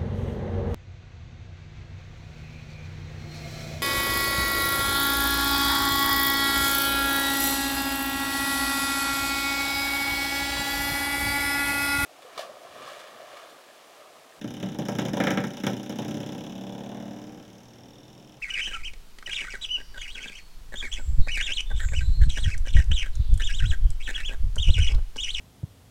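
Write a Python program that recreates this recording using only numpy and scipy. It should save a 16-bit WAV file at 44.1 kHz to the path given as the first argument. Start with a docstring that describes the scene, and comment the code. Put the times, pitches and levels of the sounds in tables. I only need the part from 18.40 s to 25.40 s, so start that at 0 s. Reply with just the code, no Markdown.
"""Stork chicks squeal for food in a stick nest on a wooded slope while a parent tends them.
Each call is a chain of squeals from the syrinx, a bird's voice box: a stutter, a whistle that arches
up and down, then a sinking rasp. Slack membranes link the squeals with low creaks; bills and twigs tick.
Small birds sing far off, tree trunks scatter the sound, leaves hush and gusts buffet the microphone."""
import sys
import numpy as np
from scipy import signal
from scipy.fft import rfft, irfft
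from scipy.io import wavfile
from scipy.ndimage import uniform_filter1d, map_coordinates

SR = 44100
rng = np.random.default_rng(int(sys.argv[2]) if len(sys.argv) > 2 else 0)


def dump_mix(stems):
    """Bounce the given channels to the path in sys.argv[1] as a 16-bit WAV at rate SR."""
    frames = np.atleast_2d(stems).T  # one column per channel
    limited = np.clip(frames, -1, 1)  # hard clip at full scale
    pcm = np.round(limited * 32767).astype(np.int16)
    wavfile.write(sys.argv[1], SR, pcm)


N = 308700

# Levels in the tables are relative: the functions add their own gains.
# Squeals, each an arch of pitch with a rasping tail:
# crest t/s, rise t/s, fall t/s, top f/Hz, foot f/Hz, level/dB, hoarseness (about 0-1),
# tail length t/s, tail level/dB
SQUEALS = [(.025, .004, .023, 2550, 2000, -32, .25, .052, -38),
           (.107, .007, .008, 2950, 2400, -32, .25, .015, -41),
           (.138, .002, .012, 2850, 2400, -33, .37, .06, -29),
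           (.224, .015, .013, 3100, 2450, -31.5, 0.17, .012, -34),
           (.262, 0.019, .02, 3085, 2704, -32, 0.45, 0.047, -40),
           (.342, .012, .013, 3010, 2305, -35, 0.26, 0.064, -46),
           (.35, .012, .022, 1380, 1280, -35, .15, .004, -50),
           (.465, .021, 0.021, 3180, 2300, -37, 0.19, 0.017, -48),
           (0.862, .002, 0.01, 3030, 2330, -35, 0.06, 0.02, -51),
           (.919, .015, .016, 3180, 2400, -34.5, 0.66, .008, -38),
           (.955, 0.015, 0.017, 3700, 2593, -30.5, 0.56, 0.043, -30),
           (1.019, 0.0058, .02, 2696, 2210, -40, 1.02, .05, -40),
           (1.11, .01, .02, 2600, 2155, -42.5, 1.03, 0.049, -45.5),
           (1.215, 0.0018, .04, 3850, 2750, -31, 0.48, 0.011, -43),
           (1.326, 0.025, 0.044, 3010, 2725, -29.5, .05, 0.045, -48),
           (1.6, .014, .025, 3400, 3100, -46, .5, .01, -50),
           (1.643, 0.019, .018, 2930, 2000, -41, 0.53, 0.013, -45),
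           (1.735, 0.037, 0.027, 4020, 2650, -41, 0.46, 0.022, -43),
           (1.822, .026, .018, 3290, 2380, -42, 0.85, 0.018, -41),
           (1.872, 0.0033, .02, 3700, 2210, -41, 0.95, 0.01, -43),
           (1.965, 0.029, 0.028, 3090, 2253, -46, 0.73, .015, -48),
           (2.387, .02, .026, 3600, 3100, -35, 0.2, .012, -47),
           (2.43, 0.0086, .055, 2340, 1597, -39, .35, 0.0037, -45),
           (2.533, .01, 0.0096, 3420, 2800, -31, 0.48, .045, -41.5),
           (2.93, 0.029, 0.033, 2940, 2256, -33, 0.22, 0.057, -32.5),
           (3.048, 0.028, 0.025, 3790, 2663, -30.5, 0.29, 0.042, -30),
           (3.155, 0.025, 0.022, 4230, 2750, -29, 0.1, 0.031, -27),
           (3.363, 0.0029, 0.02, 3700, 3040, -42, 0.77, 0.013, -47),
           (3.568, .022, 0.029, 2954, 2210, -36, .25, .015, -49.5),
           (3.85, .012, .012, 4100, 3600, -42, .6, .01, -52),
           (3.896, .002, 0.01, 3850, 2950, -29.5, 0.43, .055, -43),
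           (4.017, .037, .034, 4170, 2720, -35, 0.36, 0.062, -44.5),
           (4.123, .013, .028, 2606, 1556, -39, 0.21, .004, -45),
           (4.303, .025, .008, 3500, 2700, -44, .5, .004, -52),
           (4.331, .002, .012, 3950, 2900, -36.5, 0.49, 0.086, -41),
           (4.551, .024, .023, 3820, 2850, -32, .2, .062, -30.5),
           (5.056, .026, .024, 3700, 2670, -33, .15, 0.038, -38.5),
           (5.17, .036, 0.035, 3830, 2510, -36, 0.18, 0.017, -54),
           (5.287, .035, 0.033, 4140, 2404, -36.5, 0.23, .015, -56),
           (5.652, 0.031, .028, 3730, 2500, -42, .6, 0.064, -46),
           (5.753, 0.0077, 0.017, 3400, 2590, -33.5, .2, 0.054, -41.5),
           (5.867, 0.023, .03, 3417, 2394, -35.5, .12, .02, -47),
           (6.213, .02, 0.023, 3760, 2803, -29.5, .03, 0.053, -33),
           (6.323, .026, .026, 4190, 2630, -31, 0.1, 0.051, -32.5),
           (6.42, .012, .02, 3150, 2694, -32.5, .4, 0.031, -35.5),
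           (6.478, 0.0079, 0.013, 3316, 2545, -33, .5, 0.033, -41),
           (6.82, 0.025, 0.021, 3630, 2695, -31, 0.13, 0.048, -34),
           (6.928, 0.028, .026, 4500, 2746, -28, 0.13, 0.042, -32)]
# Treble in the squeals as the scene goes on: t/s, level/dB
SQUEAL_TREBLE = [(0, -2), (0.9, 0), (1.22, 0), (1.31, -11), (1.6, -2), (2.4, 0), (3.1, 1), (4.0, 5),
                 (4.55, -1), (5.2, 4), (5.7, -2), (6.2, 1), (7, 2)]
# How the throat shapes the whistle and breath: f/Hz, level/dB
THROAT_SPECTRUM = [(1000, -6), (1600, 3), (2300, 4.5), (3100, 4.5), (3500, 4.5), (4100, -3.5), (5000, -26)]
# How the bill shapes the overtones and hiss: f/Hz, level/dB
BILL_SPECTRUM = [(3500, -11.5), (4700, -4.5), (5800, 1), (7000, 0.5), (8300, -1), (10000, -8.5),
                 (11500, -25), (16000, -44)]
# Creaks that open, link and close the calls: start t/s, end t/s, throat level/dB, chest level/dB
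CREAKS = [(.116, 0.205, -46.5, -66.5), (0.269, 0.374, -43, -59), (.873, .913, -39, -58.5),
          (1.01, 1.057, -45, -57), (1.14, 1.158, -35.5, -53.5), (1.37, 1.42, -48, -58.5),
          (1.542, 1.59, -43.5, -58.5), (1.751, 1.919, -48.5, -59.5), (2.321, 2.36, -38, -52),
          (2.425, 2.455, -38.5, -52.5), (2.582, 2.624, -51, -55), (2.869, 2.888, -42.5, -48.5),
          (2.969, 3.007, -36, -57.5), (3.058, 3.117, -43, -57), (3.302, 3.323, -43, -50.5),
          (3.395, 3.451, -35.5, -62), (3.518, 3.546, -42.5, -52.5), (3.608, 3.627, -41, -67),
          (3.81, 3.845, -39, -57), (3.968, 3.984, -32.5, -48.5), (4.041, 4.099, -41, -67.5),
          (4.253, 4.29, -44, -54.5), (4.363, 4.422, -32.5, -53), (4.511, 4.524, -39, -55),
          (4.64, 4.682, -42.5, -63), (4.997, 5.026, -33.5, -56), (5.085, 5.136, -38, -73),
          (5.197, 5.256, -38, -74), (5.318, 5.348, -36, -58), (5.676, 5.709, -30, -50.5),
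          (5.755, 5.826, -37, -65), (5.886, 5.949, -44.5, -53), (6.157, 6.178, -49.5, -50),
          (6.289, 6.301, -56, -46.5), (6.379, 6.424, -43, -53.5), (6.482, 6.599, -60, -54),
          (6.759, 6.775, -50, -49)]
# How the throat rings in a creak: f/Hz, level/dB
CREAK_THROAT_SPECTRUM = [(900, -49.5), (1300, -10), (1600, 2.5), (1950, 0.5), (2500, -21.5), (3700, -6),
                         (4700, -27), (7500, -15), (12000, -33)]
# How the chest rings in a creak: f/Hz, level/dB
CREAK_CHEST_SPECTRUM = [(120, -13), (250, -0.5), (420, -3), (750, -6.5), (1100, -9), (2000, -49.5)]
# Ticks of bills and twigs: t/s, level/dB, ring f/Hz
TICKS = [(0.535, -17.5, 2220), (.786, -15, 2580), (0.826, -16.5, 1412), (2.957, -19, 7750),
         (3.207, -19.5, 7360), (3.487, -18, 2200), (4.178, -21, 7700), (4.442, -28, 7300),
         (4.754, -23, 6740), (4.94, -23.5, 8000), (4.976, -20.5, 9000), (5.504, -21.5, 7600),
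         (6.158, -17.5, 6600), (6.186, -25, 8900), (6.388, -19, 6860), (6.524, -26, 3500),
         (6.547, -20.5, 4300), (6.759, -21, 3800), (6.767, -17.5, 5620)]
# Echoes off nest and trunk: delay t/s, gain (a minus sign flips the wave)
NEST_ECHOES = [(.0011, -0.22), (.0029, -0.29), (.0052, 0.058)]
# Strength of the breeze: t/s, level/dB
BREEZE = [(0.0, -48.5), (0.43, -31.5), (0.68, -44), (1.69, -37), (1.91, -46), (2.79, -21.5), (3.23, -31.5),
          (3.33, -19), (3.45, -21.5), (4.76, -22), (4.78, -18), (5.5, -20.5), (5.71, -28), (6.57, -16),
          (6.71, -34.5), (7.0, -27.5)]
# Single gusts: peak t/s, half width t/s, level/dB
GUSTS = [(2.71, .035, -22), (2.8, .022, -12), (3.35, .02, -26), (3.47, .03, -28), (3.58, .05, -23),
         (3.7, .04, -18), (3.82, .035, -14), (3.89, .025, -18), (4.06, .04, -23), (4.2, .03, -28),
         (4.375, .035, -11.5), (4.52, .035, -15), (4.79, .025, -19), (4.93, .035, -18), (5.245, .03, -18),
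         (5.31, .02, -25), (5.45, .04, -19), (6.04, .035, -21), (6.19, .035, -23), (6.295, .025, -15),
         (6.4, .05, -18), (6.55, .03, -21)]
# Deep rumble of the breeze: f/Hz, level/dB
RUMBLE_SPECTRUM = [(12, 3.5), (28, 0), (50, -17), (90, -49), (200, -63.5)]
# Buffeting by eddies, small swirls of air: f/Hz, level/dB
BUFFET_SPECTRUM = [(25, 8), (60, 7), (115, -8), (170, -22.5), (250, -38), (600, -66)]
# Notes of far songbirds: start t/s, end t/s, first f/Hz, last f/Hz, level/dB
SONG_NOTES = [(1.149, 1.445, 5920, 5610, -61), (1.181, 1.996, 4980, 4380, -62),
              (2.44, 2.666, 7710, 7620, -55.5), (2.803, 2.833, 4400, 3740, -46),
              (3.265, 3.294, 3570, 3570, -42), (3.371, 3.466, 7790, 6660, -47),
              (3.424, 3.553, 7360, 7860, -51), (3.617, 3.647, 4430, 3500, -45.5),
              (3.72, 3.76, 4250, 4150, -47), (4.73, 4.755, 4300, 3400, -51),
              (4.798, 4.829, 4690, 2770, -51.5), (4.887, 4.956, 3700, 3050, -54.5),
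              (5.414, 5.49, 3390, 2910, -59)]
# Hush of the leaves: f/Hz, level/dB
LEAF_SPECTRUM = [(59, -3.5), (100, -29), (140, -3), (276, -11), (314, -11), (500, -11.5), (544, -20),
                 (631, -14.5), (1070, -14), (1780, -17.5), (4340, -17.5), (6350, -21), (15800, -28.5)]

USUAL_DB = -35   # a chick's ordinary voice level


def squeals(whistle_db=-.2, overtone_db=-46.3, breath_db=-11, hiss_db=-51.5):
    """The syrinx whistles an arch; around it the tone stutters, slackens and beats with its other half."""
    sag_hz_per_s, slacken_s = 3600, .07
    taut_stutter_hz, slack_stutter_hz, stutter_height, stutter_depth = 69.2, 105, .19, .62
    wobble, jitter, beat_hz, other_half_db, third_overtone_db = .07, .028, 420, -3, -10
    lead_share, lead_db, swell_db = .6, 2.5, 2.2   # the opening stutter lasts this share of the rise
    rebound_db, rebound_s, tail_fade_db = 5, .012, 3   # the tail starts loud, then fades
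    catch_db, catch_s = 5, .0025   # the voice catches at each foot of the arch
    pinch_hz, pinch_db_per_hz = 3350, .008   # the voice pinches off above this pitch
    treble_follow = .6   # overtones and hiss take this share of the swing about the usual level
    tone, overtones, breath, hiss = np.zeros((4, N))
    for crest, rise, fall, top, foot, db, hoarse, tail, tail_db in SQUEALS:
        start, end = crest - rise, crest + fall
        at, _, gate = stretch(start - lead_share * rise, end + tail, fade=.003)
        t, size = at / SR, len(at)
        before, after = np.maximum(start - t, 0), np.maximum(t - end, 0)
        arch_place = np.interp(t, [start, crest, end], [-1, 0, 1])
        arch_hz = top - (top - foot) * arch_place ** 2 - sag_hz_per_s * after
        in_arch = uniform_filter1d(1. * (before + after == 0), size=80)
        slack = np.clip(hoarse + (before + after) / slacken_s, 0, 1)

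        # each stutter is a tiny hop in pitch, counted from the foot of the large arch
        stutter_hz = taut_stutter_hz + (slack_stutter_hz - taut_stutter_hz) * slack
        turns = np.cumsum(stutter_hz * np.exp(.404 * slack * drift(89.9, size))) / SR
        turns_at_foot = np.interp(np.where(t < crest, start, end), t, turns)
        hop = np.abs(np.sin(np.pi * (turns - turns_at_foot)))
        stutter = 1 - in_arch * (1 - slack)
        waver = slack * (wobble * drift(90.2, size) + jitter * drift(1500, size))
        pitch = arch_hz * (1 + stutter_height * stutter * (hop - .3 - .35 * slack) + waver)
        phase = phase_of(pitch)
        # the other half of the syrinx sings a little lower, so the two tones beat
        other_phase = phase - phase_of(beat_hz * np.exp(.265 * drift(63.1, size)))
        other_gain = from_db(other_half_db + 5 * drift(68.8, size)) * slack

        opening_db = np.where(before > 0, (db + tail_db) / 2 + lead_db, db + swell_db * arch_place)
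        dying_db = tail_db + rebound_db * np.exp(-after / rebound_s) - tail_fade_db * after / tail
        level_db = uniform_filter1d(np.where(t > end, dying_db, opening_db), size=100)
        dips = 1 - stutter_depth * stutter * (1 - hop ** 2)
        flutter = from_db(1.7 * np.sqrt(slack) * drift(94.7, size))
        from_foot_s = np.minimum(abs(t - start), abs(t - end))
        catch = from_db(-catch_db * np.exp(-(from_foot_s / catch_s) ** 2))
        flow = gate * dips * flutter * catch
        pinch_db = pinch_db_per_hz * np.maximum(arch_hz - pinch_hz, 0)
        treble_db = treble_follow * (level_db - USUAL_DB) + np.interp(crest, *np.transpose(SQUEAL_TREBLE))
        tone_gain = flow * from_db(level_db - pinch_db)
        treble_gain = flow * from_db(treble_db - pinch_db)

        tone[at] += tone_gain * (np.sin(phase) + other_gain * np.sin(other_phase))
        upper_tones = np.sin(2 * phase) + other_gain * np.sin(phase + other_phase)
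        upper_tones += from_db(third_overtone_db) * np.sin(3 * phase)
        overtones[at] += treble_gain * from_db(4.5 * drift(118, size)) * upper_tones
        breath[at] += tone_gain * slack
        hiss[at] += treble_gain * (.5 + slack)
    return (from_db(whistle_db) * colour(tone, THROAT_SPECTRUM)
            + from_db(overtone_db) * colour(overtones, BILL_SPECTRUM)
            + from_db(breath_db) * breath * shaped_noise(THROAT_SPECTRUM)
            + from_db(hiss_db) * hiss * shaped_noise(BILL_SPECTRUM))


def creaks(pulse_hz=230, slowing=.7, puff_s=.0026, puff_gain=.25, throat_db=-2, chest_db=4, croak_db=2):
    """Slack membranes slap in uneven, slowing pulses that ring throat and chest and set off a croak."""
    usual_croak_hz, croak_hz_per_db = 1760, 13   # a louder creak croaks higher
    croak_wander, croak_fall = .06, .06
    out = np.zeros(N)
    for start, end, db, low_db in CREAKS:
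        at, progress, gate = stretch(start, end, fade=.0065)
        size = len(at)
        slap_hz = pulse_hz * np.exp(.3 * drift(150, size) - slowing * progress)
        slap_count = np.floor(np.cumsum(slap_hz) / SR)
        slaps = np.diff(slap_count, prepend=0) * gate * from_db(6.2 * drift(235, size))
        air = signal.lfilter([1], [1, -np.exp(-1 / (puff_s * SR))], slaps)   # a dying puff per slap
        source = slaps + puff_gain * air * rng.standard_normal(SR // 2)[:size]
        croak_hz = usual_croak_hz + croak_hz_per_db * (db - USUAL_DB)
        bend = np.exp(croak_wander * drift(60, size) - croak_fall * (progress - .5))
        croak_gain = gate * np.sqrt(np.abs(uniform_filter1d(air, size=200)))
        croak = unit_power(croak_gain * np.sin(phase_of(croak_hz * bend)))
        throat = unit_power(colour(source, CREAK_THROAT_SPECTRUM)) + from_db(croak_db) * croak
        out[at] += from_db(db + throat_db) * unit_power(throat)
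        out[at] += from_db(low_db + chest_db) * unit_power(colour(source, CREAK_CHEST_SPECTRUM))
    return out


def ticks(decay_s=.0034, tick_db=-7, octave_away_db=-14):
    """Bills and twigs give light, dry cracks, each with its own broad ring, dulled by distance."""
    out = np.zeros(N)
    t = np.arange(SR // 20) / SR
    for start, db, hz in TICKS:
        crack = rng.standard_normal(len(t)) * np.exp(-t / decay_s)
        ring = [(hz / 2, octave_away_db), (hz, 0), (hz * 2, octave_away_db), (hz * 10, 2 * octave_away_db)]
        out[int(start * SR) + np.arange(len(t))] += from_db(db + tick_db) * colour(crack, ring)
    return signal.sosfilt(signal.butter(3, 9500, fs=SR, output="sos"), out)


def nest_echoes(sound):
    """The nest and its trunk throw back a few very quick echoes."""
    sample = np.arange(N)
    return sum(gain * np.interp(sample - delay * SR, sample, sound) for delay, gain in NEST_ECHOES)


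def wind(rumble_db=-1, eddy_db=-15, buffet_db=2.5, hard_db=-2, hard_pitch_ratio=1.8):
    """The breeze rumbles and swirls; gusts add lumpy buffeting, brighter the harder they blow."""
    t = np.arange(N) / SR
    breeze = from_db(np.interp(t, *np.transpose(BREEZE)))
    gusts = sum(from_db(db) * np.exp(-((t - peak) / width) ** 2) for peak, width, db in GUSTS)
    deep_noise = steady(colour(rng.standard_normal(N), RUMBLE_SPECTRUM), size=4000)
    rumble = from_db(rumble_db) * breeze * deep_noise
    eddies = from_db(6.5 * drift(55, N)) * rng.standard_normal(N)
    buffet_gain = from_db(eddy_db) * breeze + from_db(buffet_db) * gusts
    buffet = buffet_gain * steady(colour(eddies, BUFFET_SPECTRUM), size=2000)
    # the hardest gusts shed higher-pitched eddies
    hard_spectrum = [(hard_pitch_ratio * hz, db) for hz, db in BUFFET_SPECTRUM]
    hard_buffet = from_db(hard_db) * gusts ** 2 * steady(colour(eddies, hard_spectrum), size=2000)
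    return signal.sosfilt(signal.butter(4, 700, fs=SR, output="sos"), rumble + buffet + hard_buffet)


def songbirds(song_db=-3, trill=.028):
    """Small birds whistle thin notes that glide and quiver in pitch."""
    out = np.zeros(N)
    for start, end, first_hz, last_hz, db in SONG_NOTES:
        at, progress, gate = stretch(start, end, fade=.012)
        glide_hz = first_hz + (last_hz - first_hz) * progress
        pitch = glide_hz * (1 + trill * drift(200, len(at)))
        out[at] += from_db(db + song_db) * gate * np.sin(phase_of(pitch))
    return out


def forest_echo(sound, decay_s):
    """Countless trunks scatter a sound into a smooth tail that dies by 60 dB in decay_s."""
    t = np.arange(SR) / SR
    build_up = 1 - np.exp(-t / .013)
    tail = rng.standard_normal(SR) * np.exp(-np.log(1000) * t / decay_s) * build_up
    return signal.fftconvolve(sound, tail / np.linalg.norm(tail))[:N]


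def leaf_hush(level_db=-56.5):
    """The leaves of the wood blend into one soft, even noise."""
    return from_db(level_db) * shaped_noise(LEAF_SPECTRUM)


def from_db(db):
    """Turn decibels into a gain to multiply by."""
    return 10 ** (np.asarray(db) / 20)


def unit_power(x):
    """Scale a sound so that its average power is 1."""
    return x / np.sqrt(np.mean(x ** 2) + 1e-20)


def steady(x, size):
    """Even out the slow swells of a noise, averaging over size samples."""
    return x / np.sqrt(uniform_filter1d(x ** 2, size) + 1e-12)


def phase_of(hz):
    """Add up a changing pitch into the angle of a sine wave."""
    return 2 * np.pi * np.cumsum(hz) / SR


def colour(x, spectrum, size=4096):
    """Make each frequency louder or softer, following rows of f/Hz, level/dB."""
    hz, db = np.transpose(spectrum)
    log_hz = np.log(np.maximum(np.arange(size // 2 + 1) * SR / size, 1))
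    cepstrum = irfft(np.log(from_db(np.interp(log_hz, np.log(hz), db))))
    # keep one side only, so the filter rings after a sound and never before it
    cepstrum[1:size // 2] *= 2
    cepstrum[size // 2 + 1:] = 0
    response = irfft(np.exp(rfft(cepstrum))) * np.hanning(2 * size)[size:]
    return signal.fftconvolve(x, response)[:len(x)]


def shaped_noise(spectrum):
    """Noise with the given spectrum and a power of 1."""
    return unit_power(colour(rng.standard_normal(N), spectrum))


def drift(rate_hz, size):
    """A smooth random wander that typically strays about 1 from zero."""
    knots = rng.standard_normal(4096)
    return map_coordinates(knots, [np.arange(size) * rate_hz / SR], order=3, mode="wrap")


def stretch(start, end, fade):
    """Give one sound's sample numbers, its progress from 0 to 1 and a gate that fades it in and out."""
    at = np.arange(max(int((start - fade) * SR), 0), min(int((max(end, start) + fade) * SR), N))
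    t = at / SR
    progress = np.clip((t - start) / max(end - start, fade), 0, 1)
    ramp = np.clip(np.minimum(t - start, end - t) / (2 * fade) + .5, 0, 1)
    return at, progress, np.sin(ramp * np.pi / 2) ** 2


def scene():
    """Mix the nest and its echoes with far song, leaves and wind into one channel."""
    direct = squeals() + creaks() + ticks()
    nest = from_db(-.5) * (direct + nest_echoes(direct))
    short_echo = from_db(-12.5) * forest_echo(nest, decay_s=.12)
    long_echo = from_db(-26.5) * forest_echo(nest, decay_s=.92)
    song = songbirds()
    far_song = from_db(5) * (song / 2 + forest_echo(song, decay_s=.72))   # mostly echo, from so far away
    return (nest + short_echo + long_echo + far_song + leaf_hush() + wind())[None]


def record(dry, cutoff_hz=15900):
    """Cut off the very highest treble steeply."""
    return signal.sosfilt(signal.ellip(12, .1, 90, cutoff_hz, fs=SR, output="sos"), dry)


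dry = scene()
out = record(dry)
dump_mix(out)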